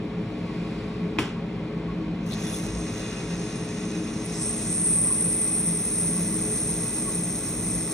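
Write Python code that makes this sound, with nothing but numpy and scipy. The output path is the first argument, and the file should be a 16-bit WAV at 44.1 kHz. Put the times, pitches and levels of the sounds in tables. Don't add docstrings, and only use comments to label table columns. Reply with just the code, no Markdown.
import sys
import numpy as np
from scipy import signal
from scipy.fft import rfft, irfft, next_fast_len
from scipy.io import wavfile
from scipy.ndimage import map_coordinates

SR = 44100
rng = np.random.default_rng(int(sys.argv[2]) if len(sys.argv) > 2 else 0)


def file_out(sig):
    cols = np.atleast_2d(sig).T
    lim = np.clip(cols, -1, 1)
    pcm = np.round(lim * 32767).astype(np.int16)
    wavfile.write(sys.argv[1], SR, pcm)


N = 349713
TIME = np.arange(N) / SR
OPEN_S, OPEN_RISE_S = 2.173, 0.26


def amp(db):
    return 10 ** (np.asarray(db) / 20)


def unit(x):
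    return x / np.sqrt(np.mean(x ** 2) + 1e-20)


def along(points, hz):
    freqs, values = np.transpose(points)
    return np.interp(np.log(hz + 1), np.log(freqs + 1), values)


def curve(points, column=1):
    columns = np.transpose(points)
    return np.interp(TIME, columns[0], columns[column])


def rise(start_s, length_s):
    return np.sin(np.pi / 2 * np.clip((TIME - start_s) / length_s, 0, 1)) ** 2


def hump(peak_s, half_length_s):
    return np.exp(-2 * ((TIME - peak_s) / half_length_s) ** 2)


def wobble(rate):
    return map_coordinates(rng.standard_normal(int(N * rate / SR) + 4), [TIME * rate])


def bell(hz, centre, width):
    return 1 / (1 + (2 * (hz - centre) / width) ** 2)


def filtered(x, response):
    size = next_fast_len(N + 8192)
    return irfft(rfft(x, size) * response(np.fft.rfftfreq(size, 1 / SR)), size)[..., :N]


def coloured(x, spectrum, modes=()):
    peaks_db = lambda hz: sum(db * bell(hz, centre, width) for centre, width, db in modes)
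    return unit(filtered(x, lambda hz: amp(along(spectrum, hz) + peaks_db(hz))))


def swept(x, centre_hz, width_hz, db):
    hz, t, frames = signal.stft(x, SR, nperseg=512)
    per_frame = lambda v: np.interp(t, TIME, v * np.ones(N))
    gain = amp(per_frame(db) * bell(hz[:, None], per_frame(centre_hz), width_hz))
    return signal.istft(frames * gain, SR, nperseg=512)[1][:, :N]


def noise():
    return rng.standard_normal((2, N))


def bubbles(rate, share, spread_db=3):
    onsets = rng.random(N) < rate / SR
    sizes = onsets * amp(spread_db * np.minimum(rng.exponential(size=N), 4))
    return np.sqrt(share) * unit(sizes * noise()) + np.sqrt(1 - share) * noise()


def swells(rows, order=1):
    out = np.zeros((2, N))
    for peak_s, centre, width, half_length, db in rows:
        near = np.flatnonzero(abs(TIME - peak_s) < 2 * half_length)
        hz = np.fft.rfftfreq(len(near), 1 / SR)
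        band = unit(irfft(rfft(noise()[:, near]) * bell(hz, centre, width) ** order, len(near)))
        out[:, near] += amp(db) * hump(peak_s, half_length)[near] * band
    return out


def coolers():
    # pitch_hz, level_db
    motor_lines = [(49.1, -50.5), (106.7, -48), (138.8, -51), (165.1, -44), (199.9, -44.5), (213.3, -43),
                   (231.6, -44), (300.1, -50.5), (319.8, -43), (426.5, -45.5), (639.8, -59), (694.6, -60.5)]
    # freq_hz, gain_db
    rumble = [(25, -40), (40, -15), (80, -9), (120, -0.5), (250, 0.2), (400, -8), (650, -13.5),
              (1000, -17.5), (1600, -22.5), (2400, -22), (4200, -29), (6000, -40), (9000, -46.5),
              (15500, -59)]
    # centre_hz, width_hz, gain_db
    room_modes = [(57.5, 12, 13.5), (76, 18, 1.5), (120.4, 28, 3.5), (157.6, 11, -10.5), (165, 9.5, 5),
                  (316.4, 13.6, 8.5), (343, 24, -3.5), (404, 42, 6.5), (565, 140, 4.5), (606, 30, -8),
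                  (938, 28, 4), (1107.5, 27, 10), (2090, 100, 5.5), (2440, 160, 4), (10920, 240, 16)]
    # peak_s, pitch_hz, width_hz, half_length_s, level_db
    surges = [(.16, 172, 8, .09, -35), (1.08, 174.3, 5.2, .064, -29), (1.1, 424, 32, .07, -39),
              (1.15, 318, 12, .15, -38), (1.55, 176, 8, .1, -35), (2.0, 178, 6, .3, -37),
              (2.05, 318, 8, .2, -37), (2.5, 425, 8, .2, -40), (2.65, 174, 8, .1, -35),
              (2.8, 320, 10, .25, -39), (3.4, 174.7, 4.1, .14, -35), (3.98, 173, 10, .056, -31),
              (5.27, 173.7, 11, .061, -32), (5.7, 171, 8, .06, -34), (6.27, 175.6, 3.5, .12, -33),
              (6.39, 314.2, 5.1, .11, -34), (6.55, 425, 8, .2, -41), (7.74, 174, 8, .09, -33)]
    drift_s = .0018
    fan_hz, fan_width_hz, fan_db = 171.8, 17, -36
    motors = np.zeros(N)
    for hz, db in motor_lines:
        gain = amp(db + 2.4 * wobble(2.996))
        phase = 2 * np.pi * (hz * TIME + rng.random()) + hz * drift_s * wobble(2.06)
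        motors += gain * np.sqrt(2) * np.sin(phase)
    fan_band = lambda hz: abs(hz - fan_hz) < fan_width_hz / 2
    fans = amp(fan_db) * unit(filtered(rng.standard_normal(N), fan_band))
    air = amp(-34.5 + 0.09 * wobble(5)) * coloured(noise(), rumble, room_modes)
    return air + swells(surges) + np.array([motors + fans, np.zeros(N)])


def blips():
    # peak_s, pitch_hz, width_hz, half_length_s, level_db
    notes = [(.5, 1120, 110, .07, -51), (.93, 1125, 90, .06, -47), (1.92, 1105, 80, .05, -45),
             (5.095, 1080, 240, .06, -41), (6.175, 1110, 60, .022, -43), (6.72, 1100, 60, .025, -45),
             (7.075, 1110, 60, .03, -40)]
    return swells(notes, order=2)


def rustle():
    # freq_hz, gain_db
    spectrum = [(600, -11), (2300, 2), (4000, -3), (6000, -13), (9000, -16.5), (15500, -23)]
    # centre_hz, width_hz, gain_db
    modes = [(2520, 350, 5), (3050, 400, -4), (4750, 500, 6)]
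    gain = hump(peak_s=0.7, half_length_s=0.56) * amp(-48.5 + 0.44 * wobble(2.5))
    return gain * coloured(noise(), spectrum, modes)


def knock():
    # start_s, gain_db, cutoff_hz
    blows = [(1.1853, -34, 6050), (1.1872, -20.5, 8000), (1.1938, -39, 5000), (1.217, -21, 179)]
    # pitch_hz, gain_db, t60_s
    modes = [(120, -6, .14), (301, -11, .15), (377, -5, .09), (900, 0, .035), (1060, -7, .035),
             (1260, -14, .06), (1863, -20, .15), (1990, -10, .025), (2250, -15, .16), (2480, 4.5, .024),
             (2640, 0, .024), (2745, -14, .2), (3120, -1, .022), (3295, -17, .14)]
    # freq_hz, gain_db
    crack_spectrum = [(30, -35), (120, 5), (350, 9.5), (600, -7), (900, -1), (1800, -6.5), (2500, -5),
                      (3100, -3.5), (3900, -15.5), (4900, -12.5), (6500, -18), (9000, -20), (15500, -13)]
    t = np.arange(SR // 2) / SR
    direct, impulse = np.zeros((2, N))
    grit = coloured(noise(), crack_spectrum)[0]
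    for start_s, db, cutoff_hz in blows:
        at = round(start_s * SR)
        ring = sum(amp(level + rng.normal(0, 1) - 60 * t / t60) * np.sin(2 * np.pi * hz * t)
                   for hz, level, t60 in modes)
        crack = amp(-4 - 60 * t / 0.062) * grit[at:at + len(t)]
        contact = signal.butter(2, [70, cutoff_hz], 'bandpass', fs=SR)
        direct[at:at + len(t)] += amp(db) * signal.lfilter(*contact, ring + crack)
    hardest_s, hardest_db, _ = blows[1]
    impulse[round(hardest_s * SR)] = amp(hardest_db + 33.5)
    tail = filtered(room_tail(impulse), lambda hz: amp(along(crack_spectrum, hz)))
    return np.array([direct, np.zeros(N)]) + tail


def room_tail(x):
    # freq_hz, t60_s
    decay = [(150, 0.41), (1000, 0.49), (3000, 0.47), (8000, 0.37), (15000, 0.1)]
    hz, t, frames = signal.stft(rng.standard_normal((2, SR // 2)), SR, nperseg=256)
    tail = signal.istft(frames * amp(-60 * t / along(decay, hz)[:, None]), SR, nperseg=256)[1]
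    delayed = np.pad(x, (130, 0))[None]
    return signal.fftconvolve(delayed, tail / np.linalg.norm(tail[0]), axes=1)[:, :N]


def pour():
    # time_s, centre_hz
    hollow = [(4.1, 10000), (4.45, 10150), (4.9, 10850), (5.2, 12000), (6.2, 12900), (7.9, 13500)]
    # time_s, centre_hz, gain_db
    dip = [(4.7, 6900, 0), (5.15, 6900, -8), (5.6, 7150, -12), (6.1, 7300, -7), (6.6, 7700, -3),
           (7.9, 7900, -1)]
    flutter = wobble(25)
    fine_gas = rise(start_s=3.9, length_s=1.2)
    stream = jet(flutter, fine_gas) + wall_wash(flutter)
    fizz = spout_whistle(flutter) + froth(flutter, fine_gas)
    foam = swept(fizz, curve(hollow), width_hz=1150, db=-8)
    dipped = swept(stream + foam, curve(dip), width_hz=750, db=curve(dip, column=2))
    return rise(OPEN_S, OPEN_RISE_S) * dipped


def jet(flutter, fine_gas):
    # freq_hz, gain_db
    spectrum = [(500, -51), (1200, -1.5), (2200, -6), (3000, -9), (4000, -1), (4600, -2), (5200, 1),
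                (6200, 1.5), (6900, 0.5), (7800, -4), (10000, -5), (12700, -17), (14000, -30), (16000, -51)]
    # centre_hz, width_hz, gain_db
    air_column = [(1980, 110, 16), (2555, 65, 18.5), (3320, 200, -1), (3470, 36, 13), (3870, 120, 6),
                  (4420, 60, 10), (4520, 140, -9), (5463, 170, 10), (5900, 88, 5.5), (6357, 200, 13.5),
                  (6900, 120, -8), (6760, 200, 2.5), (7360, 120, 4)]
    gain = amp(-45 + 4 * fine_gas + .5 * flutter + 0.51 * wobble(5.8))
    return gain * coloured(bubbles(rate=3000, share=.4), spectrum, air_column)


def wall_wash(flutter):
    # time_s, level_db
    levels = [(2.3, -44.5), (2.62, -44.5), (2.76, -47.5), (2.88, -48), (3.05, -43), (3.3, -44.5),
              (3.7, -47.5), (4.1, -47), (4.6, -50.5), (7.9, -66)]
    # freq_hz, gain_db
    spectrum = [(250, -14), (600, 5.5), (1000, -1.5), (1500, 4), (2200, -2.5), (3000, -5), (3900, -3),
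                (4600, -7), (7000, -27), (12000, -56)]
    # centre_hz, width_hz, gain_db
    empty_glass = [(1850, 65, 9.5), (2517, 120, 15.5), (2810, 170, 14), (3510, 57, 14), (3860, 110, 9.5),
                   (4100, 130, 6), (4830, 200, 14), (5520, 290, 14), (6200, 300, 4)]
    gain = amp(curve(levels) + 1.4 * flutter)
    return gain * coloured(bubbles(rate=3000, share=.4), spectrum, empty_glass)


def spout_whistle(flutter):
    # centre_hz, width_hz, gain_db
    modes = [(8600, 430, -2), (8580, 117, 0.5), (8900, 130, 0.5), (9125, 84, 4.5), (9560, 180, -1.5),
             (9410, 150, -3.5), (9840, 220, -3.5), (10560, 300, -5.5)]
    # time_s, pitch_hz
    cloud = [(2.7, 8600), (3.6, 9000), (4.2, 9100), (4.36, 8200), (4.5, 8700), (4.68, 8650), (4.95, 8900),
             (5.7, 9000), (6.4, 8880), (7.9, 8600)]
    gas_s, gas_rise_s, ease_s = 4.508, 0.39, 2.58
    since_peak = np.maximum(TIME - gas_s - gas_rise_s, 0)
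    gas = rise(gas_s, gas_rise_s) * (.5 + .5 * np.exp(-since_peak / ease_s))
    spout = lambda hz: np.sqrt(sum((amp(db) * bell(hz, centre, 1.56 * width)) ** 2
                                   for centre, width, db in modes))
    cloud_hz = curve(cloud) + 120 * wobble(40)
    eddies = filtered(bubbles(rate=3000, share=.4), spout)
    ringing = unit(swept(eddies, cloud_hz, width_hz=1000, db=10))
    running_full = rise(start_s=2.46, length_s=0.34)
    _, pocket_gain, _ = gas_pockets()
    gain = running_full * amp(-46 + 23.5 * gas) + pocket_gain
    return gain * amp(0.18 * flutter + 1.06 * wobble(7.1)) * ringing


def fizzy(x):
    # freq_hz, gain_db
    spectrum = [(5000, -32), (7500, -17), (9800, -4), (10700, -.5), (11300, 0), (12000, -.5), (13300, 0),
                (14500, 2), (15600, 3)]
    return coloured(x, spectrum)


def froth(flutter, fine_gas):
    return amp(-56.5 + 22.5 * fine_gas + 1.1 * flutter) * fizzy(bubbles(rate=2500, share=.35))


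def pops():
    return rise(OPEN_S, OPEN_RISE_S) * amp(-66) * fizzy(bubbles(rate=45, share=1, spread_db=2.5))


def snaps():
    # start_s, level_db, low_cut_hz, t60_s
    ticks = [(2.2615, -45, 9000, .4), (2.321, -35, 3000, .025), (2.3365, -32, 3000, .025),
             (2.586, -33, 9000, .015), (2.9085, -42, 8000, .012), (2.9275, -39, 8000, .012),
             (2.978, -40, 8000, .012), (3.0015, -38, 8000, .012), (3.1215, -42, 8000, .012),
             (3.3127, -40, 8000, .012), (4.256, -41, 9000, .05), (4.6205, -35, 3000, .02),
             (5.8414, -27, 8000, .012), (5.8529, -22.5, 8000, .014), (7.3545, -34, 3000, .025)]
    # freq_hz, gain_db
    spectrum = [(2500, -6), (4000, 4), (4700, -4), (6000, 2), (7400, -7), (9500, 0), (15500, -2)]
    t, out = np.arange(SR // 4) / SR, np.zeros((2, N))
    hz = np.fft.rfftfreq(len(t), 1 / SR)
    for start_s, db, low_cut_hz, t60 in ticks:
        colour = amp(along(spectrum, hz)) / (1 + (low_cut_hz / (hz + 1)) ** 8)
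        tick = unit(irfft(rfft(rng.standard_normal((2, len(t)))) * colour, len(t)))
        at = round(start_s * SR)
        out[:, at:at + len(t)] += amp(db - 60 * t / t60) * tick
    return out


def gas_pockets():
    # peak_s, half_length_s, spitting_db, whistle_db, spray_db
    pockets = [(2.29, .04, -55, -56, -54), (2.335, .04, -51, -50, -52), (2.44, .08, -45.5, -70, -48),
               (2.55, .08, -43.5, -47, -42.5), (2.65, .07, -47.5, -65, -50), (2.83, .1, -62, -62, -57),
               (2.99, .1, -53, -58, -53), (4.35, .09, -50, -41, -60), (4.47, .08, -48, -29.5, -56),
               (4.58, .08, -50, -34, -49), (4.72, .09, -48, -33, -54)]
    return sum(amp(dbs)[:, None] * hump(peak_s, half_length) for peak_s, half_length, *dbs in pockets)


def splutter():
    # freq_hz, gain_db
    spectrum = [(1500, -14), (3300, -3), (4700, -7), (5600, 2), (6400, 3), (7400, -6), (8500, -5),
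                (9800, -1), (11500, -4), (13000, -5), (15500, -9)]
    spit_gain, _, spray_gain = gas_pockets()
    ragged = amp(1.5 * wobble(60))
    spitting = amp(3) * spit_gain * coloured(bubbles(rate=700, share=.6), spectrum)
    spray = spray_gain * fizzy(bubbles(rate=700, share=.6))
    return ragged * (spitting + spray)


def gurgles():
    # peak_s, pitch_hz, glide_hz_per_s, width_hz, half_length_s, level_db
    chirps = [(2.33, 3910, 8000, 900, 0.03, -39.5), (2.43, 7200, 35000, 1110, 0.034, -56),
              (2.51, 3470, 0, 110, 0.11, -47.5), (2.5, 6150, 0, 900, 0.095, -52),
              (2.53, 9900, 0, 1300, 0.13, -39), (4.263, 9300, 2, 450, 0.028, -38),
              (4.41, 5550, 2998, 905, 0.13, -42.5), (4.418, 8560, 6000, 1000, 0.074, -33),
              (4.67, 6560, -4, 2400, 0.18, -45)]
    out = np.zeros((2, N))
    clumps = bubbles(rate=900, share=.6)
    for peak_s, pitch, glide, width, half_length, db in chirps:
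        near = np.flatnonzero(abs(TIME - peak_s) < 2 * half_length)
        t, hz = TIME[near] - peak_s, np.fft.fftfreq(len(near), 1 / SR)
        roughness = np.fft.ifft(np.fft.fft(clumps[:, near]) * bell(hz, 0, width))
        ring = np.real(roughness * np.exp(2j * np.pi * (pitch + glide * t / 2) * t))
        out[:, near] += amp(db) * hump(peak_s, half_length)[near] * unit(ring)
    return out


def shudder():
    # peak_s, pitch_hz, width_hz, half_length_s, level_db
    throb = [(2.72, 56.3, 9.9, 0.18, -37)]
    return swells(throb)


def ports(x):
    # freq_hz, coherence
    alike = [(130, .998), (300, .98), (500, .92), (780, .6), (1100, .86), (1700, .98), (2300, .75),
             (2900, .3), (3600, .5), (4300, .35), (4900, .75), (6400, .88), (7300, .7), (8500, .96),
             (10500, .92), (11500, .99), (13000, 1)]
    # freq_hz, left_minus_right_db
    tilt = [(110, 0), (200, .5), (380, 2), (700, 3), (1290, 2.5), (2380, -1), (4400, 0)]
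    # freq_hz, left_lead_rad
    lead = [(30, 0), (1900, 0), (2400, .8), (3000, 3), (3500, .1), (4200, .9), (4820, 3.1), (5250, 6.3),
            (6400, 7.1), (8000, 7.8), (9500, 8.2), (10500, 8.7), (11300, 9.2), (13000, 3 * np.pi)]
    angle = lambda hz: np.arccos(np.clip(along(alike, hz), 0, 1)) / 2
    shared, apart = filtered(x, lambda hz: np.array([np.cos(angle(hz)), np.sin(angle(hz))]))
    sides = np.array([[.5], [-.5]])
    lean = lambda hz: amp(sides * along(tilt, hz)) * np.exp(1j * sides * along(lead, hz))
    return filtered(np.array([shared + apart, shared - apart]), lean)


def scene():
    room = coolers() + blips() + rustle() + knock()
    close = pour() + pops() + snaps() + splutter() + gurgles() + shudder()
    return ports(room + close)


def record(dry):
    return filtered(dry, lambda hz: hz < 15800)


dry = scene()
out = record(dry)
file_out(out)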